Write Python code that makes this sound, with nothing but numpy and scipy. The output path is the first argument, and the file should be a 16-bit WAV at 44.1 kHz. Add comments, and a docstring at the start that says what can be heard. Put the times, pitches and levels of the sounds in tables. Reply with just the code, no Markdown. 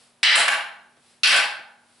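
"""In a bare, echoing studio, two pairs of partners clack wooden training sticks together.
The near pair strikes once a second and the far pair follows with hollower knocks.
Each blow is a contact pulse plus damped bending modes, convolved with a noise-built room response.
A fast limiter holds the echo level for a moment; sleeves swish and feet shift over a faint hum and hiss."""
import sys
import numpy as np
from scipy import signal
from scipy.fft import rfft, irfft
from scipy.io import wavfile
from scipy.ndimage import uniform_filter1d

SR = 44100
rng = np.random.default_rng(int(sys.argv[2]) if len(sys.argv) > 2 else 0)


def put_to_file(sound):
    """Save the sound as 16-bit audio at rate SR, in the file named by the first command-line argument."""
    columns = np.atleast_2d(sound).T  # one column per channel
    safe = np.clip(columns, -1, 1)
    whole_steps = np.round(safe * 32767)
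    wavfile.write(sys.argv[1], SR, whole_steps.astype(np.int16))


N = 88200  # samples
T = np.arange(N) / SR  # s
HZ = np.fft.rfftfreq(N, 1 / SR)


def amp(db):
    """Level as a ratio: decibels become an amplitude gain."""
    return 10 ** (np.asarray(db) / 20)


def unit(x):
    """Energy normalization: the mean energy per channel becomes one."""
    energy = np.mean(np.sum(x ** 2, -1))
    return x / np.sqrt(energy + 1e-20)


def read(points, hz):
    """Logarithmic pitch: a table is interpolated on a log-frequency axis."""
    f, value = np.transpose(points)
    return np.interp(np.log(hz + 1), np.log(f + 1), value)


def add(mix, s, sound):
    """Superposition: a sound is summed into the mix from time s in seconds."""
    part = mix[:, max(round(s * SR), 0):]
    part += sound[..., :part.shape[1]]


def colour(x, db):
    """Minimum phase: the Hilbert transform of log gain gives the phase of a causal filter."""
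    log_gain = np.log(amp(np.r_[db, db[-2:0:-1]]))
    response = np.exp(np.conj(signal.hilbert(log_gain)))[:len(HZ)]
    return irfft(rfft(x) * response, N)


def pair(two):
    """Interchannel coherence: sharing mid and side energy makes left and right partly alike."""
    # Left-right likeness. Each row: frequency in Hz, coherence from 0 to 1.
    likeness = [(40, 0.96), (130, .9), (500, 0.86), (1000, 0.68), (4000, 0.73), (8000, 0.67), (11000, 0.9)]
    same = np.clip(read(likeness, HZ), 0, 1)
    mid, side = rfft(two) * np.sqrt([(1 + same) / 2, (1 - same) / 2])
    return irfft(np.array([mid + side, mid - side]), N)


def noise(spectrum):
    """Spectral shaping: white noise is filtered to a given spectrum, in stereo at rms 1."""
    white = rng.standard_normal((2, N))
    shaped = irfft(rfft(white) * amp(read(spectrum, HZ)), N)
    return np.sqrt(N) * unit(pair(shaped))


def burst(fade_s):
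    """Exponential decay: a dying spray of noise with unit energy."""
    return unit(rng.standard_normal(N) * np.exp(-T / fade_s))


def near_sticks():
    """Impact excitation: loud contacts drive bending modes close by, over a faint, dull thud."""
    # Blows of the near pair. Each row: start in seconds, level in dB before limiting,
    # contact point (0 = tip, 1 = middle), brightness in dB per octave, thud in the hands in dB re the blow.
    blows = [(0.2307, 30, 0.082, 1.4, -42.5), (1.2342, 26, 0.98, 1, -41)]
    # Bending modes. Each row: frequency in Hz, t60 in seconds, relative dB struck at the tip, at the middle.
    modes = [(614, 0.036, -29.5, -17), (1133, .04, -14, -7.5), (1517.4, 0.1, -43, 1.5), (1735, .07, 3, 0),
             (2017, .05, 2, -8.5), (2420, 0.022, -5, 6.5), (2667, 0.019, -15.5, 4),
             (3060, 0.036, 10.5, -31), (3280, 0.022, 2.5, -4.5), (3986, .03, 5.5, -7.5),
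             (4144, .025, 1.5, -7), (4997, 0.022, 1, -4.5), (5525, .025, -24, -1.5)]
    # Contact of wood on wood. Each row: frequency in Hz, relative level in dB per Hz.
    contact = [(40, -29), (150, -24), (350, -26), (600, -13), (1000, -9), (1700, -1.5), (3000, 2.5),
               (4400, -4), (5500, -4.5), (6400, -19.5), (7800, -16), (11000, -20)]
    # Thud in the hands. Each row: frequency in Hz, relative level in dB per Hz.
    thud_spectrum = [(30, -18), (140, -8), (330, 1.5), (600, 0), (1500, -21), (11000, -65)]
    ring_db, direct_db, scatter_hz = -1.5, -14, 1400
    thud_rise_s, thud_fade_s = 0.02, 0.1
    out = np.zeros((2, N))
    for s, db, point, bright, thud_db in blows:
        blow = tilted(crack(contact) + amp(ring_db) * ring(modes, point), bright)
        thud_envelope = (1 - np.exp(-T / thud_rise_s)) * np.exp(-T / thud_fade_s)
        thud = unit(noise(thud_spectrum) * thud_envelope)
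        add(out, s, amp(db) * (studio(blow, direct_db, scatter_hz) + amp(thud_db) * thud))
    return out


def far_sticks():
    """Modal excitation: hollower knocks with a splintery snap, each also feeding standing waves."""
    # Blows of the far pair. Each row: start in seconds, level in dB before limiting,
    # contact point (0 = tip, 1 = middle), brightness in dB per octave, splintery snap in dB,
    # direct sound in dB, standing waves in dB (the last three relative to the blow's level).
    blows = [(0.3554, 15, 0.0, -0.9, -0.5, -8, 0.5), (0.4806, 13, 0.38, 0.9, -7, -4, -2),
             (1.2733, 15, 0.36, 3.5, -10, -6.5, 3.5), (1.315, 14.5, 1.0, 0.06, -8.5, -30, -5.5),
             (1.3627, 0.5, 0.9, -2.5, 2.5, 2.5, -31.5)]
    # Bending modes. Each row: frequency in Hz, t60 in seconds, relative dB struck at the tip, at the middle.
    modes = [(680, 0.036, -6.5, -16), (818.5, 0.12, -3.5, 1), (1154, 0.039, -3.5, -8.5), (1516, .07, 3, 2),
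             (1581, .12, -16, -2.5), (1820, .04, -2.5, -24), (2225, 0.044, -8, 4.5), (2840, .025, 3.5, 2.5),
             (3088, .025, -2.5, 2), (4250, .018, -4.5, -16)]
    # Contact of wood on wood. Each row: frequency in Hz, relative level in dB per Hz.
    contact = [(40, -41), (150, -32.5), (350, -18), (600, 0.5), (1000, 0.5), (1700, 9.5), (3000, 1),
               (4400, -3), (5500, -5.5), (6400, -23), (7800, -10.5), (11000, -15.5)]
    # Splintery snap. Each row: frequency in Hz, relative level in dB per Hz.
    snap_spectrum = [(40, -63), (3000, -48), (6300, -11.5), (7300, 1), (8500, -2), (11000, -7)]
    ring_db, scatter_hz = -3, 400
    out = np.zeros((2, N))
    for s, db, point, bright, snap_db, direct_db, standing_db in blows:
        blow = tilted(crack(contact) + amp(ring_db) * ring(modes, point), bright)
        blow = blow + amp(snap_db) * crack(snap_spectrum)
        heard = studio(blow, direct_db, scatter_hz) + amp(standing_db) * standing_waves()
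        add(out, s, amp(db) * heard)
    return out


def crack(spectrum):
    """Broadband impulse: contact is a sharp pulse with a brief chatter of wood fibres."""
    chatter_s = 0.00037
    return unit(colour((T == 0) + 0.33 * burst(chatter_s), read(spectrum, HZ)))


def ring(modes, point):
    """Modal superposition: the contact point weights bending modes that die quickly in the hand."""
    thin_hz = 455  # a thin stick radiates little below this
    t = T[:SR // 4]
    rung = np.zeros(len(t))
    for k, (hz, t60, tip_db, middle_db) in enumerate(modes):
        decay = np.exp(-np.log(1000) * t / t60)
        mode = unit(np.cos(2 * np.pi * hz * t) * decay)
        level_db = tip_db + point * (middle_db - tip_db)
        rung += (-1) ** k * amp(level_db) * mode  # alternating sign
    highpass = signal.butter(2, thin_hz, "highpass", fs=SR, output="sos")
    radiated = signal.sosfilt(highpass, rung)
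    return np.pad(unit(radiated), (0, N - len(t)))


def tilted(x, db_per_octave):
    """Spectral tilt: each blow is made brighter or duller by a slope in dB per octave, pivoting at 2 kHz, flat
    below 700 Hz."""
    return colour(x, db_per_octave * np.log2(np.maximum(HZ, 700) / 2000))


def studio(sound, direct_db, scatter_hz, count=14):
    """Room impulse response: direct sound and scatter, smeared wall echoes, a tail with late bass."""
    # Reverberation. Each row: frequency in Hz, t60 in seconds.
    room_t60 = [(60, 0.52), (240, 0.71), (500, 0.5), (830, 0.75), (1100, 0.56), (1550, 0.61), (2100, 0.51),
                (3000, 0.49), (4500, 0.46), (7500, 0.36), (11000, 0.4)]
    first_s, build_s, bass_build_s = 0.0025, 0.0099, 0.0061
    echo_db, echo_fade_s, wall_smear_s = -3, 0.0096, 0.00056
    scatter_s, scatter_db = 0.0082, 8.5  # bodies and framed walls break up the first reflections
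    # First reflections are weak below scatter_hz.
    thin = signal.butter(2, scatter_hz, "highpass", fs=SR, output="sos")

    taps = rng.standard_normal((2, N)) * (T > first_s) * (1 - np.exp(-T / build_s))
    hz, t, z = signal.stft(taps, SR, nperseg=256)
    build_rate = ((hz[:, None] + 100) / scatter_hz) ** 2 / bass_build_s
    swell = 1 - np.exp(-(t + first_s) * build_rate)
    decay = amp(-60 * t / read(room_t60, hz)[:, None])
    tail = unit(signal.istft(z * swell * decay, SR, nperseg=256)[1][:, :N])

    echoes = np.zeros((2, N))
    for side in echoes:
        delay = rng.uniform(first_s, 0.06, count)
        side[(delay * SR).astype(int)] = rng.choice([-1, 1], count) * np.exp(-delay / echo_fade_s)
    smeared = signal.fftconvolve(echoes, burst(wall_smear_s)[None], axes=1)[:, :N]
    echoes = unit(signal.sosfilt(thin, smeared))

    scatter = pair(signal.sosfilt(thin, [burst(scatter_s), burst(scatter_s)]))
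    direct = unit((T == 0) + amp(scatter_db) * scatter)
    room = amp(direct_db) * direct + pair(tail + amp(echo_db) * echoes)
    return signal.fftconvolve(sound[None], room, axes=1)[:, :N]


def standing_waves():
    """Room resonance: a few modes between the walls build up and outlast the echo."""
    # Standing waves. Each row: frequency in Hz, t60 in seconds, relative level in dB.
    resonances = [(251.5, 0.34, -30.5), (647, 0.75, -28), (823, 0.34, -23.5), (845, 0.47, -25.5),
                  (1447, .9, -23), (1500, 0.81, -23), (1588, 0.84, -20.5)]
    rise = 1 - np.exp(-T / 0.013)  # time constant in s
    out = np.zeros(N)
    for hz, t60, db in resonances:
        tone = np.sin(2 * np.pi * (hz * T + rng.random()))
        out += amp(db) * unit(rise * tone * np.exp(-np.log(1000) * T / t60))
    return out


def sleeves():
    """Friction noise: cloth brushes softly as the arms swing, each swish a bell-shaped swell."""
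    # Swishes. Each row: time of peak in seconds, half length (standard deviation) in seconds, level in dB.
    swishes = [(0.018, 0.071, -55), (1.099, 0.073, -57.5), (1.987, 0.096, -59)]
    # Cloth. Each row: frequency in Hz, relative level in dB per Hz.
    cloth = [(100, -43), (600, 0), (1500, -1.5), (3000, 0.5), (5000, 1), (6500, -7), (8000, 0), (11000, -2)]
    swell = sum(amp(db) * np.exp(-.5 * ((T - s) / half) ** 2) for s, half, db in swishes)
    return noise(cloth) * swell


def steps():
    """Damped impact: feet shift softly on the foam mats as short bursts of dull noise."""
    # Soft steps. Each row: start in seconds, initial level in dB.
    footfalls = [(0.818, -65), (0.967, -56.5), (1.592, -48.5)]
    # Foam mat. Each row: frequency in Hz, relative level in dB per Hz.
    mat = [(40, -24), (150, -7.5), (330, -4.5), (800, -7), (1600, -10.5), (5000, -19), (11000, -40)]
    fade_s = 0.019
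    out = np.zeros((2, N))
    for s, db in footfalls:
        add(out, s, amp(db) * noise(mat) * np.exp(-T / fade_s))
    return out


def room_tone():
    """Stationary background: steady shaped air noise plus sine tones of a faint hum."""
    # Air noise. Each row: frequency in Hz, relative level in dB per Hz.
    air = [(20, -18.5), (50, -20), (120, -4.5), (250, -8.5), (450, -5), (850, -6), (1800, -10), (3000, -13),
           (4000, -13), (6500, -19), (11000, -14.5)]
    # Hum. Each row: frequency in Hz, rms level in dB.
    hum_tones = [(239, -73), (192.9, -81)]
    air_db = -61.5
    hum = sum(amp(db) * np.sqrt(2) * np.sin(2 * np.pi * (hz * T + rng.random())) for hz, db in hum_tones)
    return amp(air_db) * noise(air) + hum


def scene():
    """Linear superposition: both pairs, their sleeves and feet, and the room add up."""
    return near_sticks() + far_sticks() + sleeves() + steps() + room_tone()


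def record(dry):
    """Gain reduction: a fast limiter flattens cracks, recovering as the echo dies; then a band limit."""
    threshold_db, slope, recover_db_per_s, sense_s = -14, 0.92, 170.5, 0.0019
    edge_hz = 11170
    power = uniform_filter1d((dry ** 2).mean(0), max(int(sense_s * SR), 1))
    level_db = 10 * np.log10(abs(power) + 1e-12)
    # The running peak falls at a constant rate in dB.
    fall = T * recover_db_per_s
    peak_db = np.maximum.accumulate(level_db + fall) - fall
    over_db = np.maximum(peak_db - threshold_db, 0)
    held = dry / amp(slope * uniform_filter1d(over_db, size=60))
    lowpass = signal.firwin(511, edge_hz, window=("kaiser", 9), fs=SR)
    return signal.oaconvolve(held, lowpass[None], "same")


dry = scene()
out = record(dry)
put_to_file(out)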